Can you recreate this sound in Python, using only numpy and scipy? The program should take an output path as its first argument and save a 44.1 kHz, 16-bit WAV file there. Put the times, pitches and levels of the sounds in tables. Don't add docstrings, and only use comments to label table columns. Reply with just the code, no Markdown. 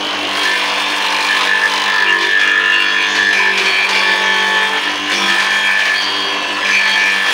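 import sys
import numpy as np
from scipy import signal
from scipy.fft import rfft, irfft, next_fast_len
from scipy.io import wavfile
from scipy.ndimage import uniform_filter1d, map_coordinates

SR = 44100
rng = np.random.default_rng(int(sys.argv[2]) if len(sys.argv) > 2 else 0)


def inscribe(sig):
    pcm = np.round(np.clip(np.atleast_2d(sig).T, -1, 1) * 32767)
    wavfile.write(sys.argv[1], SR, pcm.astype(np.int16))


def gain_from_db(level_db):
    decades = np.asarray(level_db, float) / 20
    return 10 ** decades


N = 323253
TIME = np.arange(N) / SR
GRID = np.arange(0, N / SR + .01, .005)
LONG = next_fast_len(N)

IDLE_TURNS, MOTOR_LAG_S = 49.4, .06
STILL_S = 0.19
KNOCK_STEPS = 768
FLOW_USUAL_DB, RING_USUAL_DB = -41, -20
SPRAY_S = 0.038

# t/s, length/s, sag/(turns/s)
STALKS = [(.44, .1, .4), (.44, 2.66, .22), (1.33, .2, .8), (2.04, .22, 1.1), (2.59, .14, .42),
          (3.3, 1.34, .82), (3.5, .32, .7), (4.64, .2, .33), (5.17, .16, .35), (5.33, .64, .74),
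          (5.74, .23, .3), (6.72, .7, .62), (6.72, .14, .4), (7.14, .3, .22)]
BOX_EDGES_HZ = [780, 1500, 2250, 4200, 6900]
# f/Hz, level/dB per Hz
BOX_COLOUR = [(150, -35.5), (300, -9), (800, -3.5), (1020, 2.5), (1300, -4), (2000, -6), (2950, -6.5),
              (4000, -13), (6500, -22.5), (7200, -36.5), (10300, -37.5), (12800, -50.5), (15700, -38.5)]
# usual level/dB, dB per dB of chaff, dB per dB of disc ring, dB per snap
BOX_PARTS = [(-33.5, .5, -0.21, 3), (-28.5, 0.82, -0.13, 1.5), (-25, .5, 0.16, 3), (-24.5, 0.5, 0.09, 2.5),
             (-35.5, 1.25, 0, 6), (-42.5, 1.5, 0, 0.5)]
# t/s, level/dB
CHAFF_FLOW = [(0.0, -41.5), (0.24, -42), (0.47, -34), (0.53, -37.5), (1.47, -36), (1.51, -41), (1.71, -37),
              (2.16, -42.5), (2.23, -41.5), (2.51, -44), (3.98, -39), (4.96, -39.5), (5.0, -43), (5.2, -37),
              (6.55, -42.5), (6.78, -39.5), (7.23, -38), (7.33, -34)]
# f/Hz, width/Hz, level/dB
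DISC_RINGS = [
    [(1747, 44, 0)],
    [(2398, 30, 0)],
    [(2797, 28, 0)],
    [(3255, 10, 0)],
    [(3350, 60, 0), (3450, 60, -3), (3542, 40, 0)],
    [(3061, 11, 0)],
]
BEAMING = [
    [(-2, .34), (2, .26)],
    [(-4, .2), (-2, .75), (2, -.5), (4, .45)],
    [(-6, .2), (-4, -.28), (-2, .46), (2, .3)],
    [],
    [],
    [],
]
UNTOUCHED_DB = [-31, -39, -53, -34.5, -34.5, -37.5]
# t/s, length/s, level/dB
MAIN_TOUCH = [(.45, 0.095, -18.5), (.62, 0.49, -30), (1.29, 0.084, -16), (1.47, 0.11, -15),
              (1.61, 0.044, -15), (1.7, 0.19, -26.5), (1.86, 0.078, -17.5), (1.93, 0.17, -14.5),
              (2.08, 0.095, -11), (2.2, 0.13, -15), (2.28, .1, -12.5), (2.4, 0.37, -15), (2.64, 0.098, -13),
              (2.76, 0.095, -19), (2.84, 0.144, -16.5), (3.01, 0.21, -19.5), (3.18, 0.16, -13),
              (3.36, .07, -17.5), (3.44, 0.072, -16), (3.59, 0.25, -23), (4.02, 0.1, -19.5),
              (4.11, 0.57, -17), (4.72, 0.063, -21.5), (4.84, 0.053, -18.5), (5.06, .03, -23),
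              (5.09, 0.06, -20.5), (5.28, 0.12, -16), (5.44, 0.099, -18.5), (5.52, 0.47, -16.5),
              (6.02, 0.21, -28.5), (6.62, 0.023, -23), (6.69, 0.032, -18), (6.79, 0.14, -18.5),
              (6.955, 0.46, -17.5)]
# t/s, length/s, level/dB
SECOND_TOUCH = [(.55, .9, -24.5), (1.33, 0.17, -27.5), (2.05, 0.063, -22), (2.18, 0.07, -24),
                (2.39, .16, -22), (2.72, 0.037, -38), (2.795, 0.092, -20), (2.94, 0.12, -20.5),
                (3.12, 0.12, -28), (3.33, 0.088, -17), (3.43, 0.202, -20.5), (3.66, 0.19, -16.5),
                (3.91, 0.2, -18.5), (4.13, 0.25, -33), (4.5, 0.076, -32.5), (4.59, 0.065, -27),
                (5.1, 0.15, -22.5), (5.28, 0.15, -23.5), (5.509, 0.089, -21.5), (5.63, 0.12, -18.5),
                (5.8, 0.038, -23), (5.88, 0.12, -25), (6.65, .06, -19), (6.71, 0.088, -13.5),
                (6.82, 0.19, -24), (6.93, .06, -20), (6.99, 0.14, -16.5), (7.16, 0.18, -27.5)]
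# t/s, length/s, level/dB
THIRD_TOUCH = [
    (.5, 1.2, -30.5),
    (2.072, 0.036, -19),
    (2.45, 0.052, -23.5),
    (2.62, 0.11, -21),
    (2.72, 0.11, -15),
    (2.85, 0.2, -27),
    (3.88, 0.18, -24),
    (4.7, .8, -34),
]
# t/s, length/s, level/dB
RIM_TOUCH = [(.36, 0.12, -26.5), (.5, 1, -33), (3.1, .2, -33), (3.64, 0.23, -27), (4.26, 0.15, -22.5),
             (4.52, 0.34, -25.5), (4.85, 0.18, -38), (5.11, 0.14, -28), (5.24, .08, -24), (5.49, 0.14, -26),
             (5.63, 0.051, -22), (5.78, 0.036, -33), (5.95, 0.065, -23), (6.02, 0.27, -24),
             (6.22, .18, -28), (6.4, 0.18, -33), (6.62, 0.28, -28), (6.88, 0.078, -21.5), (7.0, 0.18, -29),
             (7.24, 0.11, -23)]
# t/s, length/s, level/dB
EDGE_TOUCH = [
    (0.901, 0.55, -41),
    (2.19, 0.12, -25),
    (2.38, 0.2, -25),
    (2.72, 0.55, -26),
    (3.92, 0.34, -25.5),
    (4.3, 0.38, -27),
    (5.11, 0.19, -24),
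    (6.66, 0.084, -38),
]
# t/s, length/s, level/dB
LOW_RIM_TOUCH = [
    (0, 0.31, -28),
    (1.3, 0.11, -28.5),
    (1.7, 0.15, -25),
    (3.64, 0.13, -25.5),
    (4.27, 0.18, -24.5),
    (4.52, 0.078, -25.5),
    (6.02, 0.055, -27),
    (6.88, .08, -30),
]
# f/Hz, width/Hz, level/dB
TICK_MODES = [(4080, 620, 7), (4700, 900, 0), (5600, 1500, -14), (8930, 280, -11), (11000, 1800, -27),
              (15500, 960, -19)]
# t/s, length/s, level/dB
TICK = [(0, .36, -33), (.36, .55, -33.5), (1.0, .3, -28.5), (1.32, .18, -31), (1.6, .1, -29),
        (1.68, .22, -26), (1.9, .13, -29), (2.2, .15, -37), (3.2, .3, -39), (3.75, .45, -35),
        (5.2, .85, -38), (6.62, .12, -31), (6.85, .48, -38)]
# t/s, length/s, f/Hz, width/Hz, level/dB
SCRAPES = [(.0, .25, 3000, 200, -27), (.2, .25, 3250, 200, -31), (.15, .35, 2750, 180, -28.5),
           (.3, .2, 2250, 400, -31), (.45, 1.0, 3480, 250, -31), (1.505, .5, 8800, 500, -46),
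           (1.9, .35, 1300, 200, -23), (2.354, 1.0, 1340, 245, -26), (3.08, .13, 5800, 1500, -35),
           (3.9, 1.1, 560, 150, -34), (3.62, .2, 4400, 200, -33), (3.9, .32, 4700, 500, -32),
           (5.143, .17, 5520, 540, -29), (5.96, .3, 4640, 450, -33), (2.18, .15, 4400, 1000, -28),
           (5.98, .75, 2950, 200, -31), (6.1, .65, 2720, 130, -33), (.45, 1.65, 2890, 90, -31),
           (6.68, .3, 4500, 400, -33), (6.95, .35, 5700, 500, -37), (.7, .45, 3550, 150, -31),
           (2.75, .55, 3430, 320, -29), (3.93, .7, 3430, 320, -28), (4.58, .25, 8200, 250, -48),
           (5.1, .95, 8100, 250, -47), (6.4, .93, 8100, 250, -46), (3.85, .4, 9100, 250, -48),
           (5.1, .95, 9100, 250, -49)]
PURE_HZ = [2285, 2707, 2895, 4353, 4452, 4648, 4748, 5093, 5308, 5410, 5922, 6115, 6503, 6697]
# t/s, length/s, level/dB
PURE_TOUCH = [
    [(3.6, .2, -31), (3.92, .75, -28.5), (4.7, .25, -32), (5.45, .5, -30), (6.82, .36, -28)],
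    [(.1, .7, -36), (4.9, .2, -37), (6.3, .4, -33)],
    [(0, .45, -35), (1.7, .3, -33), (4.7, .4, -36), (6.1, .6, -34)],
    [(.3, .2, -40), (3.0, .3, -36), (3.66, .12, -33), (4.3, .22, -37), (5.93, .3, -33), (6.8, .12, -32)],
    [(.6, .3, -38), (1.93, .1, -35), (2.72, .25, -35), (3.66, .5, -34), (6.2, .35, -37), (6.73, .27, -32)],
    [(5.97, .17, -27), (6.14, .15, -32)],
    [(3.9, .3, -35)],
    [(2.8, .9, -39), (5.08, .08, -35), (6.6, .12, -36)],
    [(.55, .4, -41), (3.9, .4, -39)],
    [(5.15, .14, -31)],
    [(3.08, .12, -39), (4.2, .3, -43), (6.2, .4, -44)],
    [(2.85, .55, -40), (4.9, .2, -42), (5.08, .1, -36), (6.65, .1, -36), (6.85, .17, -38)],
    [(4.1, .48, -42)],
    [(3.08, .12, -39), (5.4, .25, -43)],
]
# t/s, length/s, level/dB
SEVENTH = [
    (0, 0.55, -39),
    (2.05, 0.23, -30.5),
    (2.45, 1.12, -37),
    (3.95, 0.59, -37.5),
    (5.13, 0.22, -33),
    (6.03, 0.58, -39.5),
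]
# t/s, length/s, level/dB
EIGHTH = [
    (.4, 0.11, -35.5),
    (.92, 0.71, -41),
    (2.0, 0.18, -35),
    (2.2, 0.082, -29.5),
    (3.37, 1.18, -34.5),
    (3.6, 0.099, -27.5),
    (4.57, 0.76, -41.5),
    (5.3, 0.34, -39),
    (5.8, 1.1, -41.5),
]
# t/s, length/s, level/dB
NINTH = [
    (1.3, 0.42, -37.5),
    (1.86, 0.82, -33.5),
    (2.67, 1, -38.5),
    (3.86, 0.93, -36),
    (5.14, 0.21, -38),
]
# t/s, length/s, level/dB
FRAME_MODE = [
    (.63, 1.4, -29),
    (3.06, 0.12, -31.5),
    (3.4, 0.097, -28.5),
    (3.9, 0.88, -24.5),
    (5.35, 0.46, -32.5),
    (6.86, 0.2, -29),
]
# t/s, length/s, level/dB
FOURTH = [
    (1.27, 1.0, -42.5),
    (3.09, .56, -38),
    (3.85, 0.91, -37),
    (5.12, 0.18, -33),
    (5.37, 0.35, -40),
    (6.62, 0.6, -39),
]
# shaft multiple, level/dB
HUM_ORDERS = [(1, -71), (2, -60), (3, -62.5), (5, -53.5)]
# f/Hz, level/dB
MAINS = [(100.5, -55), (204, -49.5), (302, -46.5)]
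# t/s, length/s, level/dB
DRUMMING = [(.3, 0.6, -29), (.94, 0.64, -27), (1.71, 0.23, -24), (2.0, 0.22, -32), (2.8, .38, -38),
            (3.38, .04, -23), (3.52, 0.13, -34), (3.9, 1.5, -32.5), (5.19, 0.15, -32), (5.35, 0.2, -32),
            (6.0, 0.7, -28)]
# t/s, length/s, shaft multiple, level/dB
WEDGED = [(1.95, 0.17, 20, -30.5), (1.95, 0.14, 21, -38), (1.9, .22, 26, -31), (2.12, 0.17, 20, -29.5),
          (2.12, 0.12, 22, -28.5), (2.45, 0.39, 21, -29.5), (2.85, .33, 20, -35), (2.9, .28, 21, -33),
          (2.85, 0.37, 23, -35), (2.4, 0.34, 26, -36), (3.38, 0.31, 20, -31), (3.38, .26, 22, -37),
          (3.6, 0.64, 21, -36), (3.95, 0.68, 23, -31), (5.18, 0.16, 20, -31), (5.18, 0.17, 21, -29),
          (5.18, 0.175, 26, -27), (3.95, 0.66, 11, -40), (3.9, 0.41, 13, -37), (6, 0.68, 10, -38.5),
          (0.5, .5, 10, -43), (0.75, 0.99, 10, -39), (4.75, .5, 6, -41), (0.56, 0.91, 6, -40),
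          (2.3, .9, 11, -44), (2.1, .65, 13, -40.5), (2.55, .4, 28, -33), (2.55, .35, 30, -31),
          (4.1, .55, 49, -32)]
# t/s, peak level/dB
SNAPS = [(0.5127, -27), (1.345, -36), (1.409, -15), (2.21, -14.5), (2.395, -15.5), (2.4776, -20),
         (3.089, -21), (3.153, -12.5), (3.328, -13), (3.5755, -10.5), (3.657, -13), (3.89, -12),
         (3.95, -16), (5.098, -18), (5.141, -32), (5.296, -15), (5.398, -13.5), (5.5002, -24),
         (5.79, -15.5), (6.648, -18), (6.685, -16.5), (6.878, -17.5), (5.115, -16), (5.853, -17),
         (6.019, -20), (6.707, -27), (6.955, -27), (6.994, -29)]
# t/s, length/s, level/dB
REBOUND = [
    (.55, 0.29, -41),
    (1.0, 0.1, -31),
    (1.29, 0.21, -28.5),
    (1.7, .33, -29),
]


def evened(x):
    return x / np.sqrt(np.mean(x ** 2) + 1e-20)


def levelled(x, db, hold=0.068):
    power = abs(uniform_filter1d(x ** 2, max(int(hold * SR), 64)))
    return gain_from_db(db) * x / np.sqrt(power + 1e-20)


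def modes(x, table):
    out = np.zeros(len(x))
    for k, (hz, width, db) in enumerate(table):
        r = np.exp(-np.pi * width / SR)
        rung = signal.lfilter([1 - r], [1, -r * np.exp(2j * np.pi * hz / SR)], x).real
        out += (-1) ** k * gain_from_db(db) * 2 * rung
    return out


def twice(x, hz, width, db=0):
    return modes(modes(x, [(hz, width, 0)]), [(hz, width, db)])


def band(x, lo_hz, hi_hz):
    return signal.sosfilt(signal.butter(2, [lo_hz, hi_hz], "band", fs=SR, output="sos"), x)


def waver(smooth):
    size = max(int(smooth * SR), 64)
    return evened(uniform_filter1d(uniform_filter1d(rng.standard_normal(N), size), size))


def held(rows, rest_db, rise_s, fall_s):
    s, length, db = np.transpose(rows)[..., None]
    press = np.clip((GRID - s) / rise_s + .5, 0, 1)
    release = np.exp(-np.maximum(GRID - s - length, 0) / fall_s)
    loudest = (gain_from_db(db) * press * release).max(axis=0)
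    return np.interp(TIME, GRID, 20 * np.log10(np.maximum(gain_from_db(rest_db), loudest)))


def sag():
    s, length, lost = np.transpose(STALKS)[..., None]
    keep = np.exp(-GRID[1] / MOTOR_LAG_S)
    brake = (lost * ((GRID >= s) & (GRID < s + length))).sum(axis=0)
    return np.interp(TIME, GRID, signal.lfilter([1 - keep], [1, -keep], brake))


def order(turns, multiple, db):
    level = gain_from_db(db + 1.8 * waver(smooth=0.025))
    return np.sqrt(2) * level * np.cos(2 * np.pi * (round(multiple) * turns + rng.random()))


def blows(turns, angle, scatter_db):
    whole = np.arange(1, int(turns[-1]))
    place = np.interp(whole - angle, turns, np.arange(N - 0.))
    size = gain_from_db(scatter_db * rng.standard_normal(len(whole)))
    at = place.astype(int)
    out = np.zeros(N + 1)
    out[at] = size * (1 - place % 1)
    out[at + 1] = size * (place % 1)
    return out[:N]


def ring_levels():
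    tables = MAIN_TOUCH, SECOND_TOUCH, THIRD_TOUCH, RIM_TOUCH, EDGE_TOUCH, LOW_RIM_TOUCH
    main, *rest = [held(t, db, rise_s=.022, fall_s=.025) for t, db in zip(tables, UNTOUCHED_DB)]
    return [main - 15 * np.clip(2 - TIME / STILL_S, 0, 1)] + rest


def repeat_share():
    return np.clip(.7 + .015 * (ring_levels()[0] - RING_USUAL_DB) - .06 * sag(), .4, .92)


def rattle(turns, spread_db, forget):
    count = int(turns[-1]) + 2
    shape = 2, count, KNOCK_STEPS
    knocks = rng.standard_normal(shape)
    knocks = knocks * gain_from_db(min(spread_db, 4) * np.minimum(rng.exponential(1, shape), 3))
    repeat = 1 - .75 * (1 - repeat_share())
    memory = np.clip(1 - forget * (1 - np.interp(np.arange(count), turns, repeat)), 0, 1)
    pattern = [knocks[0, 0]]
    for keep, new in zip(memory[1:], knocks[0, 1:]):
        pattern.append(keep * pattern[-1] + np.sqrt(1 - keep ** 2) * new)
    place = [turns * KNOCK_STEPS]
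    kept, fresh = (map_coordinates(np.ravel(p), place, order=3, prefilter=False) for p in (pattern, knocks[1]))
    return evened(np.sqrt(repeat) * kept + np.sqrt(1 - repeat) * fresh)


def box_levels():
    flow = np.interp(TIME, *np.transpose(CHAFF_FLOW)) - FLOW_USUAL_DB
    ringing = uniform_filter1d(ring_levels()[0], size=6000) - RING_USUAL_DB
    s, db = np.transpose(SNAPS)[..., None]
    sprays = gain_from_db(db + 16.0) * (GRID > s) * np.exp(-abs(GRID - s) / SPRAY_S)
    spray = np.interp(TIME, GRID, sprays.sum(axis=0))
    return [db + by_flow * flow + by_ring * ringing + by_snap * spray for db, by_flow, by_ring, by_snap in BOX_PARTS]


def box(turns):
    hz = np.fft.rfftfreq(LONG, 1 / SR)
    f, colour_db = np.transpose(BOX_COLOUR)
    loose = evened(rng.standard_normal(N) * gain_from_db(2.5 * np.minimum(rng.exponential(1, N), 3)))
    share = np.where(hz < BOX_EDGES_HZ[3], 0, .4)
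    z = np.sqrt(1 - share) * rfft(rattle(turns, spread_db=3.0, forget=0.31), LONG)
    z = z + np.sqrt(share) * rfft(loose, LONG)
    z = z * gain_from_db(np.interp(np.log(hz + 1), np.log(f), colour_db))
    part = np.digitize(hz, BOX_EDGES_HZ)
    chop = 1 + 1.1 * np.exp(-((turns + .62) % 1) / 0.28) + .5 * np.exp(-((turns + .12) % 1) / 0.049)
    out = np.zeros(N)
    for k, db in enumerate(box_levels()):
        boards = irfft(z * (part == k), LONG)[:N]
        if k > 3:
            boards = boards * chop
        out += levelled(boards, db + 1.71 * waver(smooth=0.022))
    return out


def ring(x, table, sides, turns):
    carrier = signal.hilbert(sum(twice(x, *mode[:2], 0) * gain_from_db(2 * mode[2]) for mode in table), LONG)[:N]
    beam = 1 + sum(share * np.exp(2j * np.pi * k * turns) for k, share in sides)
    return (carrier * beam).real


def disc(turns):
    second = np.clip(.4 * sag(), 0, .4) * blows(turns, angle=.35, scatter_db=1.5)
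    strike = evened(blows(turns, angle=.85, scatter_db=1.) + second)
    rubbing = rattle(turns, spread_db=2.5, forget=.2)
    rubbing_db = [-15, -13, -14, -4, 2, -2]
    out = np.zeros(N)
    for db, table, sides, level in zip(rubbing_db, DISC_RINGS, BEAMING, ring_levels()):
        one = ring(strike + gain_from_db(db) * rubbing, table, sides, turns)
        out += levelled(one, level + 1.7 * waver(smooth=0.031), hold=.05)
    return out


def tick(turns):
    brush = np.exp(-((turns + .62) % 1) / .14) * rattle(turns, spread_db=2.5, forget=.3)
    drive = evened(blows(turns, angle=.62, scatter_db=2.)) + .7 * evened(brush)
    rung = sum(twice(drive, hz, width, db) for hz, width, db in TICK_MODES)
    return levelled(rung, held(TICK, -51, rise_s=0.074, fall_s=0.017))


def scrapes(turns):
    drive = evened(blows(turns, angle=.55, scatter_db=1.5)) + 1.2 * rattle(turns, spread_db=2.5, forget=.2)
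    out = np.zeros(N)
    for s, length, hz, width, db in SCRAPES:
        u = np.clip((TIME - s) / length, 0, 1)
        out += gain_from_db(db) * np.sin(np.pi * u ** 0.47) * evened(twice(drive, hz, width))
    return out


def blades(turns):
    out = np.zeros(N)
    for hz, rows in zip(PURE_HZ, PURE_TOUCH):
        lean = 2 * np.pi * rng.random()
        beam = 1 + .8 * np.cos(4 * np.pi * turns + lean) + .5 * np.cos(8 * np.pi * turns + 3 * lean)
        db = held(rows, rest_db=-51.5, rise_s=0.054, fall_s=0.043) + 2.3 * waver(smooth=0.036)
        out += gain_from_db(db) * beam * np.cos(2 * np.pi * hz * TIME + 0.83 * waver(smooth=0.044))
    return np.sqrt(2) * out


def frame(turns):
    tables = SEVENTH, EIGHTH, NINTH, FRAME_MODE
    *levels, mode_db = (held(t, rest_db=-57.0, rise_s=0.034, fall_s=0.021) for t in tables)
    mode = levelled(modes(rattle(turns, spread_db=-0.5, forget=0.088), [(875, 8, 0)]), mode_db)
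    return mode + sum(order(turns, k, db) for k, db in zip((7, 8, 9), levels))


def hum(turns):
    fourth = order(turns, 4, held(FOURTH, -44.0, rise_s=0.063, fall_s=0.064))
    return fourth + order(turns, 6, -35 - 21 * sag())


def steady(turns, machine):
    loud_db = 10 * np.log10(abs(uniform_filter1d(machine ** 2, size=8000)) + 1e-9) + 15
    mains = sum(np.sqrt(2) * gain_from_db(db - 19 * sag()) * np.cos(2 * np.pi * hz * TIME) for hz, db in MAINS)
    wash = gain_from_db(-61.5) * evened(band(rng.standard_normal(N), 25, 220))
    weak = sum(order(turns, k, db) for k, db in HUM_ORDERS)
    return gain_from_db(-1.1 * loud_db) * (wash + mains + weak)


def panel():
    drummed = twice(rng.standard_normal(N), 1026.0, 95)
    return levelled(drummed, held(DRUMMING, -41.5, rise_s=0.017, fall_s=0.038))


def wedged(turns):
    out = np.zeros(N)
    for s, length, k, db in WEDGED:
        out += order(turns, k, held([(s, length, db)], rest_db=-59, rise_s=0.064, fall_s=0.0092))
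    return out


def snaps():
    t = TIME[:4000]
    body_fade = np.exp(-t / 0.004) + 1.44 * np.exp(-t / 0.092)
    bright_fade = np.exp(-t / 0.0087)
    out = np.zeros((2, N + 4000))
    for s, db in SNAPS:
        burst = rng.standard_normal(4000) * [body_fade, bright_fade]
        out[:, round(s * SR):][:, :4000] += gain_from_db(db - 2.5) * burst
    return band(out[0, :N], 1260, 4020) + gain_from_db(-24) * band(out[1, :N], 3600, 6300)


def rebound(turns):
    tap = twice(blows(turns, angle=.3, scatter_db=2.5), 3500, 420)
    return levelled(tap, held(REBOUND, -55, rise_s=.05, fall_s=.04))


def shed(x):
    t = TIME[:SR // 4]
    hits = rng.choice([-1., 1.], len(t)) * (rng.random(len(t)) < 2000 / SR)
    taps = hits * gain_from_db(-60 * t / 0.15) * (t > .004)
    return signal.oaconvolve(x, taps / np.linalg.norm(taps))[:N]


def scene():
    turns = np.cumsum(IDLE_TURNS - sag()) / SR
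    sharp = tick(turns) + scrapes(turns) + snaps() + rebound(turns)
    wood = box(turns) + frame(turns) + hum(turns) + panel() + wedged(turns)
    steel = disc(turns) + blades(turns)
    machine = wood + steel + sharp + gain_from_db(-13) * shed(sharp)
    return (machine + steady(turns, machine))[None]


def low_pass(x):
    return signal.sosfilt(signal.butter(12, 17090, fs=SR, output="sos"), x)


def record(dry):
    ceiling, edge_hz = .69, 15730
    limited = dry / (1 + abs(dry / ceiling) ** 6) ** (1 / 6)
    passed = np.fft.rfftfreq(LONG, 1 / SR) < edge_hz
    edged = irfft(rfft(limited, LONG) * passed, LONG)[:, :N]
    return low_pass(edged)


dry = scene()
out = record(dry)
inscribe(out)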